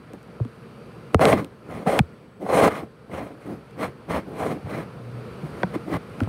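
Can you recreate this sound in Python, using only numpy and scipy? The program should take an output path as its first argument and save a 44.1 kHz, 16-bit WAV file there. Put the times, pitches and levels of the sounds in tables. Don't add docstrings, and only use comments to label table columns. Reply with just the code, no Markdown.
import sys
import numpy as np
from scipy import signal
from scipy.fft import rfft, irfft, next_fast_len
from scipy.io import wavfile
from scipy.ndimage import uniform_filter1d, map_coordinates

SR = 44100
rng = np.random.default_rng(int(sys.argv[2]) if len(sys.argv) > 2 else 0)


def store_pcm(level_fs):
    pcm = np.round(np.clip(level_fs, -1, 1) * 32767).astype(np.int16)
    wavfile.write(sys.argv[1], SR, np.atleast_2d(pcm).T)


def field_ratio(decibels):
    return 10 ** (np.asarray(decibels, dtype=float) / 20)


N = 276948
T = np.arange(N) / SR

# time_s, air_db
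FAN_LEVEL = [(0, -55.5), (.5, -53.5), (1.14, -52), (1.16, -59), (1.55, -56), (2.02, -54.5), (2.3, -58.5),
             (3.0, -58), (3.4, -55.5), (3.7, -54.5), (4.0, -55), (4.6, -51), (4.95, -51.5), (5.2, -49.5),
             (5.6, -47), (6.05, -50), (6.28, -47.5)]
# freq_hz, density_db
AIR_SPECTRUM = [(18, -51), (30, -37), (64, -7), (97, -10), (113, -2), (169, -3.5), (241, -6), (269, -11.5),
                (448, -10.5), (816, -21.5), (1330, -22), (2070, -28.5), (2360, -28), (6000, -51),
                (7800, -74), (13200, -120)]
# freq_hz, width_hz, level_db
GRILLE_MODES = [(1340, 134, -4), (2260, 170, -16), (4580, 420, 5)]
# freq_hz, level_db
VENT_SPECTRUM = [(3500, -13), (5500, -4), (7900, -8), (10000, -10.5), (13000, -16), (16000, -23)]
# freq_hz, level_db (over the air)
WHINE_LINES = [(1044, -19), (1626, -36), (4011, -32), (4479, -39), (4592, -32)]
# start_s, rise_s, hold_s, fall_s
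HUM_PRESS = (4.86, .25, .15, .09)

# freq_hz, width_hz, level_db
PANEL_MODES = [(432.3, 50, -2.5), (527, 128, 0.5), (652, 316, -2.5), (826, 116, -3)]
# freq_hz, width_hz, level_db
DESK_MODES = [(76, 24, -4), (120, 27.6, -4), (160, 25.4, -0.5), (214, 50.6, -2), (286.5, 41, 0),
              (358, 71, -6)]
# freq_hz, width_hz, level_db
SHELL_MODES = [(1012, 157, 1), (1233, 195, 1.5), (1550, 403, -7), (2090, 213, -6), (2425, 217, -11.5),
               (3030, 410, -17), (3370, 390, -19), (4185, 300, -21.5), (5200, 870, -30.5)]
# freq_hz, level_db
HISS_SPECTRUM = [(3000, -8), (5000, -10.5), (6500, -4), (7900, -8), (9500, -7.5), (13000, -19),
                 (16000, -26)]

# start_s, speed_up_s, full_speed_s, slow_down_s, level_db
MUFFLED_STROKES = [
    (.12, 0.02, 0.01, 0.027, -40.5),
    (1.125, .012, .008, .01, -33),
    (2.385, .025, .015, .03, -37),
    (3.42, 0.06, .055, .08, -33),
    (4.24, 0.037, 0.0082, 0.041, -39.5),
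    (5.41, 0.036, 0.014, .12, -37),
    (2.78, .03, .03, .04, -42),
    (5.83, .05, .025, .03, -34),
    (6.15, 0.066, 0.017, 0.046, -31.5),
]
PRESSED_STROKES = [
    (1.175, .045, .115, .017, -16.5),
    (1.85, 0.029, 0.12, 0.0081, -22.5),
    (2.405, .14, .135, .025, -18),
]
DRAGGING_STROKES = [
    (1.33, .015, .03, .125, -27.5),
    (4.62, .09, .09, .09, -34),
    (5.86, .08, .03, .013, -28),
]
LIGHT_STROKES = [
    (1.63, 0.088, 0.019, 0.3, -34.5),
    (3.075, 0.062, 0.039, 0.25, -33),
    (4.27, 0.14, 0.11, 0.087, -29),
    (5.53, 0.096, .01, 0.024, -38),
    (5.7, .055, 0.0061, .04, -38),
]
SCRAPING_STROKES = [
    (2.66, 0.023, 0.094, 0.11, -32.5),
    (3.75, 0.066, 0.038, 0.074, -29),
    (4.06, 0.057, 0.046, .09, -27.5),
    (2.58, .06, .04, .015, -27),
    (5.72, .022, .015, .008, -35),
]
BRUSHING_STROKES = [
    (3.38, 0.033, 0.053, .03, -53.5),
    (5.4, .02, 0.186, .02, -56),
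    (6.08, 0.024, 0.1, 0.027, -57.5),
]
# panel_db, desk_db, shell_db, hiss_db
MUFFLED_MIX_DB, PRESSED_MIX_DB = (-6, 1, -18.5, -43), (0.5, -6, -7.5, -25.5)
DRAGGING_MIX_DB, LIGHT_MIX_DB = (-1, 2, -4, -31), (0, 0.5, -6.5, -28)
SCRAPING_MIX_DB, BRUSHING_MIX_DB = (-1, -1, -3.5, -27.5), (-1, -7, -0.5, -17.5)
SPEED_STEEPNESS = (0.93, 0.67, 1.1, 1.12)
# panel_db, desk_db, shell_db, hiss_db
MID_STROKE_DB = (1, 0.93, 2, 4.4)

# time_s, level_db
SEAM_TICKS = [
    (.1345, -39),
    (.230, -47),
    (3.71, -48),
    (6.098, -50),
    (1.446, -30.5),
]
# time_s, body_db
FOOT_BUMPS = [(.136, -35), (.282, -40), (.4, -27.5), (1.864, -16.5), (2.464, -24), (2.490, -15),
              (2.530, -11), (2.57, -8.5), (2.611, -8), (2.653, -13), (3.096, -34), (4.086, -32),
              (4.107, -19.5), (4.670, -30), (5.750, -31), (6.273, -26)]
# time_s, level_db, pitch_hz, ring_cycles
RINGING_THUDS = [(.165, -38, 180, 2.3), (.402, -25, 330, 4), (.4025, -13.5, 117, 6.1),
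                 (0.451, -25.5, 242, 5.5), (1.145, -10.5, 90, 4.2), (1.147, -11.5, 197, 2.7),
                 (1.1448, -15, 380, 1.6), (1.152, -28, 760, 14), (1.154, -25, 450, 9),
                 (1.198, -19, 140, 2.5), (1.303, -19, 130, 3), (1.262, -18, 150, 3), (1.866, -15, 183, 3.8),
                 (1.992, -12, 2400, 12), (1.9937, -9, 696, 2.9), (1.996, -16, 300, 2.2),
                 (1.9999, -6, 147, 1.4), (2.0124, -26, 80, 3.9), (4.634, -27.5, 99, 7.9),
                 (5.4291, -22.5, 149, 12), (5.7562, -17, 322, 7.6), (6.205, -20.5, 1404, 9),
                 (6.2127, -13, 252, 5.9), (6.2137, -14.5, 103, 6), (6.2676, -19.5, 120, 3.2)]
# time_s, body_db, shell_ring_db, ring_hz, snap_db
HARD_KNOCKS = [
    (.450, -52, -36, 1120, -43),
    (1.1453, -2.5, -7, 1320, -13.5),
    (1.194, -10, -22, 1500, -30),
    (1.2541, -7, -23, 3970, -7),
    (1.328, -6.5, -12.5, 2070, -32),
    (1.9908, -12, -18, 1590, -7),
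    (5.632, -22, -17, 2090, -60),
    (5.757, -31, -40, 2200, -40),
    (6.204, -32, -50, 2510, -25.5),
    (6.235, -45, -48, 2030, -33),
]
# freq_hz, level_db
BLOW_SPECTRUM = [(120, -30), (250, -12.5), (500, 12.5), (900, 0), (1500, -15), (3000, -80.5)]
# freq_hz, level_db
SNAP_SPECTRUM = [(1000, -4), (2500, 10.5), (4500, -4), (7500, -10), (12000, -23), (16000, -33)]
# pitch_hz, level_db, ring_cycles
LID_MODES = [(185, -16, 7), (340, -20, 4), (560, -17, 4), (740, -18, 9), (955, -18, 13), (1540, -15, 11),
             (1900, -19, 12), (3350, -28, 18), (4350, -37, 22)]

LEAD, SPAN = 256, 8192
HARD_TURNS, SOFT_TURNS = 1.249, 1.553


def unit(x):
    return x / np.sqrt(np.mean(x ** 2) + 1e-20)


def along(points, hz):
    f, v = np.transpose(points)
    return field_ratio(np.interp(np.log(hz + 1), np.log(f + 1), v))


def modes(table, f):
    total = 0
    for k, (centre, width, db) in enumerate(table):
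        damping = 1j * f * width
        total = total + (-1) ** k * field_ratio(db) * damping / (centre * centre - f * f + damping)
    return total


def curves(rows):
    s, *cols = np.transpose(rows)
    return np.array([np.interp(T, s, c) for c in cols])


def wobble(rate):
    return map_coordinates(rng.standard_normal(int(N * rate / SR) + 4), [T * rate])


def filtered(x, response):
    m = next_fast_len(len(x) + 8192)
    return irfft(rfft(x, m) * response(np.fft.rfftfreq(m, 1 / SR)), m)[:len(x)]


def patchy(depth_db):
    z = signal.stft(rng.standard_normal(N + 512), nperseg=512)[2]
    field = uniform_filter1d(rng.standard_normal(z.shape), size=5, axis=0)
    field = uniform_filter1d(field, size=8, axis=1)
    return signal.istft(z * field_ratio(depth_db * unit(field)), nperseg=512)[1][:N]


def speed(start, rise, hold, fall):
    end = start + rise + hold + fall
    return np.clip(np.minimum((T - start) / rise, (end - T) / fall), 0, 1)


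def fan():
    air_db, = curves(FAN_LEVEL)
    air = filtered(patchy(depth_db=1.1),
                   lambda hz: along(AIR_SPECTRUM, hz) * (1 + np.abs(modes(GRILLE_MODES, hz))))
    midband = filtered(air, lambda hz: (hz > 800) & (hz < 6000))
    air = air / np.std(midband) * field_ratio(0.49 * wobble(12))
    duct = unit(filtered(patchy(depth_db=2.5), lambda hz: modes([(464, 87, 0)], hz) ** 2))
    duct_db = -1 + 3 * speed(*HUM_PRESS)
    vent = unit(filtered(rng.standard_normal(N), lambda hz: along(VENT_SPECTRUM, hz)))
    whine = np.zeros(N)
    for hz, db in WHINE_LINES:
        level = field_ratio(db + 7.0 + 2.2 * wobble(3.4))
        whine += level * np.sin(2 * np.pi * hz * T + 1.6 * wobble(6.1))
    return field_ratio(air_db) * (air + whine + field_ratio(duct_db) * duct + field_ratio(-20) * vent)


def grit(rate, spread_db):
    caught = rng.random(N) < rate / SR
    size_db = spread_db * np.minimum(rng.exponential(size=N), 2)
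    return unit(caught * rng.standard_normal(N) * field_ratio(size_db))


def stroking():
    rest_db, curve = 34, 1.36
    gain = np.zeros((4, N))
    for strokes, mix_db in ((MUFFLED_STROKES, MUFFLED_MIX_DB), (PRESSED_STROKES, PRESSED_MIX_DB),
                            (DRAGGING_STROKES, DRAGGING_MIX_DB), (LIGHT_STROKES, LIGHT_MIX_DB),
                            (SCRAPING_STROKES, SCRAPING_MIX_DB), (BRUSHING_STROKES, BRUSHING_MIX_DB)):
        for *times, db in strokes:
            v = speed(*times)
            crown = np.sin(np.pi * np.clip((T - times[0]) / sum(times[1:]), 0, 1))
            shape_db = np.outer(MID_STROKE_DB, crown - 1)
            shape_db = shape_db - np.outer(SPEED_STEEPNESS, rest_db * (1 - v) ** curve)
            gain += np.minimum(10 * v, 1) * field_ratio(db + np.c_[mix_db].T + shape_db)
    return gain


def slide():
    gain = stroking()
    flutter = wobble(60)
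    rough = grit(rate=4000, spread_db=0.9) + 0.92 * unit(patchy(depth_db=2.5))
    fine = grit(rate=14000, spread_db=3) + 1.5 * unit(patchy(depth_db=3))
    panel = filtered(rough, lambda hz: modes(PANEL_MODES, hz) / (1 + (hz / 1100) ** 4))
    desk = filtered(patchy(depth_db=2.5),
                    lambda hz: modes(DESK_MODES, hz) * hz ** 4 / (hz ** 4 + 65 ** 4))
    shell = filtered(rough, lambda hz: modes(SHELL_MODES, hz) * hz ** 2 / (hz ** 2 + 750 ** 2))
    hiss = filtered(fine, lambda hz: along(HISS_SPECTRUM, hz))
    layers = (field_ratio(2.0 * flutter) * panel, field_ratio(1.27 * flutter) * desk, field_ratio(1.8 * flutter) * shell,
              field_ratio(0.37 * flutter + 1.5 * wobble(35)) * hiss)
    return sum(g * unit(x) for g, x in zip(gain, layers))


def travel(hz, turns):
    return np.exp(-2j * np.pi * turns * np.log(1 + hz / 40))


def push():
    return 1. * (np.arange(SPAN) == 0)


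def blow():
    t = np.arange(SPAN) / SR
    return push() + .1 * field_ratio(-60 * t / .008) * rng.standard_normal(SPAN)


def body(hz):
    return along(BLOW_SPECTRUM, hz) * (1 + .5 * modes(PANEL_MODES, hz))


def shell_ring(hz, ring_hz):
    return modes([(ring_hz, 350, 0)], hz) / (1 + (hz / ring_hz / 1.4) ** 4)


def add(out, s, db, force, response):
    x = filtered(np.roll(force, LEAD), response)
    out[round(s * SR) - LEAD:][:SPAN] += field_ratio(db) * x / np.abs(x).max()


def add_mode(out, s, db, pitch_hz, cycles, turns):
    mode = [(pitch_hz, pitch_hz / cycles, 0)]
    add(out, s, db, push(),
        lambda hz: modes(mode, hz) * travel(hz, turns) / (1 + (hz / pitch_hz / 1.8) ** 4))


def seam_ticks():
    out = np.zeros(N + SR)
    for s, db in SEAM_TICKS:
        add(out, s, db, blow(), lambda hz: along(SNAP_SPECTRUM, hz) * (hz / (hz + 6000)) ** 2
            * travel(hz, HARD_TURNS))
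    return out[:N]


def foot_bumps():
    out = np.zeros(N + SR)
    for s, db in FOOT_BUMPS:
        force = blow()
        add(out, s, db, force, lambda hz: body(hz) * travel(hz, SOFT_TURNS))
        add(out, s, db - 14.5, force, lambda hz: shell_ring(hz, 1030) * travel(hz, SOFT_TURNS))
    return out[:N]


def thuds():
    out = np.zeros(N + SR)
    for s, db, pitch_hz, cycles in RINGING_THUDS:
        add_mode(out, s, db, pitch_hz, cycles, turns=1.396)
    return out[:N]


def hard_knocks():
    out = np.zeros(N + SR)
    for s, body_db, ring_db, ring_hz, snap_db in HARD_KNOCKS:
        force = blow()
        add(out, s, body_db, force, lambda hz: body(hz) * travel(hz, HARD_TURNS))
        add(out, s, ring_db, force, lambda hz: shell_ring(hz, ring_hz) * travel(hz, HARD_TURNS))
        add(out, s, snap_db, force, lambda hz: along(SNAP_SPECTRUM, hz) * travel(hz, HARD_TURNS))
    return out[:N]


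def hum():
    press = speed(*HUM_PRESS)
    swell = field_ratio(-17 * (1 - press) + .8 * wobble(24.9)) * np.minimum(8 * press, 1)
    pitch_hz = 118 + 3 * press
    return field_ratio(-33) * swell * np.sin(2 * np.pi * np.cumsum(pitch_hz) / SR)


def lid_knock():
    out = np.zeros(N + SR)
    for pitch_hz, db, cycles in LID_MODES:
        add_mode(out, 5.632, db, pitch_hz, cycles, turns=2.05)
    return out[:N]


def scene():
    blows = seam_ticks() + foot_bumps() + thuds() + hard_knocks() + lid_knock()
    return (fan() + slide() + blows + hum())[None]


def band_limit(x):
    return signal.sosfilt(signal.butter(12, 16500, fs=SR, output="sos"), x)


def record(dry):
    def colour(hz):
        treble_lift = field_ratio(7 * (hz > 7950))
        bass_cut = (1j * hz / (1j * hz + 35)) ** 2
        return treble_lift * bass_cut

    x = filtered(dry[0], colour)
    x = x / (1 + np.abs(x / .7) ** 4) ** (1 / 4)
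    mix = filtered(x, lambda hz: hz < 15750)[None]
    return band_limit(mix)


dry = scene()
out = record(dry)
store_pcm(out)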